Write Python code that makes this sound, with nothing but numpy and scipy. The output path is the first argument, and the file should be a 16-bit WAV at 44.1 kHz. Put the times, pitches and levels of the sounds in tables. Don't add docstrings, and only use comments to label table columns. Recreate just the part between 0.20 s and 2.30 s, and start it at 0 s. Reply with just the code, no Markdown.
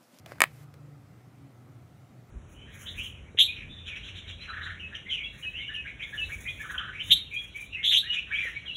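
import sys
import numpy as np
from scipy import signal
from scipy.fft import rfft, irfft
from scipy.io import wavfile
from scipy.ndimage import uniform_filter1d

SR = 44100
rng = np.random.default_rng(int(sys.argv[2]) if len(sys.argv) > 2 else 0)


def generate_wav(signal):
    frames = np.transpose(np.atleast_2d(signal))
    scaled = np.clip(frames, -1, 1) * 32767
    pcm = np.round(scaled).astype(np.int16)
    wavfile.write(sys.argv[1], SR, pcm)


N = 92610


def amp(db):
    return 10 ** (np.asarray(db) / 20)


def unit(x):
    return x / np.sqrt(np.mean(x ** 2) + 1e-20)


def read(points, hz):
    point_hz, value = np.transpose(points)
    return np.interp(np.log(hz + 1), np.log(point_hz + 1), value)


def add(mix, start_s, sound):
    part = mix[max(round(start_s * SR), 0):][:len(sound)]
    part += sound[:len(part)]


def noise(colour, size=N):
    hz = np.fft.rfftfreq(size, 1 / SR)
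    return unit(irfft(amp(read(colour, hz)) * np.exp(2j * np.pi * rng.random(len(hz))), size))


def drift(rate_hz):
    hz = np.fft.rfftfreq(N, 1 / SR)
    return unit(irfft(rfft(rng.standard_normal(N)) * np.exp(-(hz / rate_hz) ** 2) * (hz > 0), N))


def clack(ring_db, treble_db, t60_ratio, crack_db, push_db, pitch_ratio):
    # freq_hz, level_db
    crack_colour = [(200, -8), (1500, -2.5), (3500, -3.5), (5600, -7.5), (7700, -1.5), (9700, -3.5),
                    (12000, -2), (14500, 0), (16500, -10.5)]
    # pitch_hz, level_db, t60_s
    modes = [(735.7, -38.5, .012), (1106, -14.5, 0.0066), (1294, -12, 0.0096), (1600, -12.5, 0.0051),
             (1852, -3.5, 0.0074), (2255, -3.5, 0.0068), (2898.4, -19, 0.0081), (3535.3, -22, .0065),
             (5040, -23, .007), (6300, -33, 0.0071), (7156.9, -11, .0026), (8120, -10, 0.0025),
             (9250, -28, .006), (11142, -18, 0.0055), (11700, -12.5, .0012)]
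    contact_s, crack_s, push_s, body_lag_s = .00015, .0009, .0001, .00026
    treble_hz = 3300
    t = np.arange(SR // 20) / SR
    late = np.maximum(t - body_lag_s, 0)
    out = amp(crack_db) * noise(crack_colour, size=len(t)) * np.exp(-t / crack_s)
    for hz, db, t60 in modes:
        age, tilt_db = (t, treble_db) if hz > treble_hz else (late, 0)
        attack = 1 - np.exp(-age / contact_s)
        decay = amp(ring_db + db + tilt_db - 60 * age / (t60 * t60_ratio))
        out += attack * decay * np.sin(2 * np.pi * hz * pitch_ratio * age)
    push_age = late / push_s
    return out + amp(push_db) * push_age * (2 - push_age) * np.exp(1 - push_age)


def tap(knock_db, pitch_hz, decay_s, tick_db):
    # freq_hz, level_db
    tick_colour = [(300, -3.5), (2500, 2.5), (6000, -3.5), (9000, -9), (14000, -6), (16000, -17.5)]
    tick_s = .0024
    t = np.arange(SR // 16) / SR
    knock = amp(knock_db) * np.sin(2 * np.pi * pitch_hz * t) * np.exp(-t / decay_s)
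    return knock + amp(tick_db) * noise(tick_colour, size=len(t)) * np.exp(-t / tick_s)


def scuff(length_s, rise_s, release_s, rub_db, hiss_db):
    # freq_hz, level_db
    rub_colour = [(100, 1), (300, 4.5), (520, 2), (900, -1), (2200, -1.5), (3100, -18.5), (5000, -13),
                  (8000, -35), (16000, -45)]
    # freq_hz, level_db
    hiss_colour = [(200, -19), (2000, 4), (4500, -2.5), (8000, -1), (12000, -2.5), (15000, -2),
                   (16000, -39)]
    t = np.arange(N) / SR
    envelope = np.minimum(t / rise_s, 1) ** .5 * np.exp(-np.maximum(t - length_s, 0) / release_s)
    grain = np.exp(.22 * drift(rate_hz=150))
    return envelope * (amp(rub_db) * noise(rub_colour) * grain + amp(hiss_db) * noise(hiss_colour))


def tank(x):
    # delay_s, gain
    walls = [(.001582, 0.0019), (.002153, -0.16), (.003219, 0.0032), (.004545, 0.0087)]
    radiate_hz, far_wall_s, far_wall_db = 248, .0165, -29
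    direct = signal.sosfilt(signal.butter(2, radiate_hz, "high", fs=SR, output="sos"), x)
    out = direct.copy()
    for delay_s, gain in walls:
        add(out, delay_s, gain * direct)
    add(out, far_wall_s, amp(far_wall_db) * direct)
    return out


def room_tail(x):
    # freq_hz, level_db
    tail_colour = [(150, -21.5), (600, 8), (1200, 4), (2400, -7), (4000, -0.5), (9000, -8.5), (16000, -1)]
    # freq_hz, t60_s
    tail_t60 = [(200, 0.13), (1000, 0.047), (2400, 0.17), (6000, 0.09), (15000, .14)]
    tail_db, build_s = -21, .0066
    hz, t, bands = signal.stft(noise(tail_colour, size=SR // 2), SR, nperseg=256)
    decay = amp(-60 * t / read(tail_t60, hz)[:, None])
    tail = signal.istft(bands * decay, SR, nperseg=256)[1]
    tail *= np.minimum(np.arange(len(tail)) / SR / build_s, 1)
    return amp(tail_db) * signal.fftconvolve(x, tail / np.linalg.norm(tail))[:N]


def room_air():
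    # freq_hz, level_db
    air_colour = [(20, -12), (45, -12), (70, -1.5), (120, 8.5), (180, -1.5), (300, -7.5), (450, -11.5),
                  (740, -13), (950, -19), (1300, -17), (1700, -23.5), (2200, -23.5), (3200, -29.5),
                  (5000, -32.5), (8500, -35), (10000, -37), (15500, -38), (16100, -65)]
    # centre_hz, width_hz, rise_db
    fan = [(316, 14, 5.5), (743, 50, 4), (1310, 110, 2.5), (2050, 180, 3)]
    air_db, patch_db = -54, 1.37
    hz, _, bands = signal.stft(noise(air_colour), SR, nperseg=2048, noverlap=1536)
    patches = uniform_filter1d(rng.standard_normal(bands.shape), size=12, axis=0)
    patches = unit(uniform_filter1d(patches, size=6, axis=1))
    fan_db = sum(db / (1 + (2 * (hz - centre) / width) ** 2) for centre, width, db in fan)
    bands *= amp(fan_db[:, None] - patch_db * patches)
    return amp(air_db) * unit(signal.istft(bands, nperseg=2048, noverlap=1536)[1][:N])


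def appliance_hum():
    pitch_hz, level_db, waver_depth = 120.72, -58, .13
    t = np.arange(N) / SR
    waver = 1 + waver_depth * (drift(rate_hz=13) + 1j * drift(rate_hz=3.3))
    return amp(level_db) * unit((waver * np.exp(2j * np.pi * pitch_hz * t)).real)


def distant_motor():
    # time_s, pitch_hz, level_db, octave_db
    course = [(0, 152.5, -61, -69), (0.248, 150.3, -53, -81.5), (0.418, 147.5, -52.5, -61),
              (0.648, 145.3, -50, -62.5), (0.899, 142.6, -74, -71.5), (1.249, 138.9, -61, -64.5),
              (1.6, 135.9, -65, -67), (2.1, 132.8, -63.5, -83)]
    waver_db = 3
    t = np.arange(N) / SR
    time_s, pitch_hz, level_db, octave_db = np.transpose(course)
    phase = 2 * np.pi * np.cumsum(np.interp(t, time_s, pitch_hz)) / SR
    tone = amp(np.interp(t, time_s, level_db)) * unit(np.sin(phase))
    flutter = 1 + .27 * drift(rate_hz=4)
    octave = amp(np.interp(t, time_s, octave_db)) * unit(np.sin(2 * phase) * flutter)
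    return (tone + octave) * amp(waver_db * drift(rate_hz=7))


def scene():
    # start_s, ring_db, treble_db, t60_ratio, crack_db, push_db, pitch_ratio
    clacks = [(.20521, -7, -0.2, 1.7, -18, -34.5, .994), (.21831, 0.9, 2.2, 1.7, -19.5, -36, 1.0),
              (0.2388, -4, -4, 1.1, -22.5, -38, 1.022)]
    # start_s, knock_db, pitch_hz, decay_s, tick_db
    taps = [(0.0608, -44, 2420, .002, -42), (.0635, -38.5, 670, 0.0025, -75),
            (0.1201, -28, 1400, 0.00064, -49), (0.1197, -30.5, 507, .0013, -54),
            (0.184, -38.5, 1500, .0011, -61), (0.5403, -49.5, 485, 0.0061, -50.5)]
    # start_s, length_s, rise_s, release_s, rub_db, hiss_db
    scuffs = [(0.06, 0.068, 0.035, 0.019, -53, -63), (0.141, 0.14, 0.0087, 0.0066, -60, -70.5),
              (0.254, .188, 0.099, .005, -67, -65.5)]
    gecko = np.zeros(N)
    for source, events in (clack, clacks), (tap, taps), (scuff, scuffs):
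        for start_s, *settings in events:
            add(gecko, start_s, source(*settings))
    near = tank(gecko)
    return (near + room_tail(near) + room_air() + appliance_hum() + distant_motor())[None]


def record(dry):
    ceiling, low_cut_hz, high_cut_hz = 1.3, 62, 16350
    rounded = ceiling * np.tanh(dry / ceiling)
    thinned = signal.sosfilt(signal.butter(3, low_cut_hz, "high", fs=SR, output="sos"), rounded)
    low_pass = signal.firwin(255, high_cut_hz, window=("kaiser", 9), fs=SR)
    return signal.oaconvolve(thinned, low_pass[None], "same")


dry = scene()
out = record(dry)
generate_wav(out)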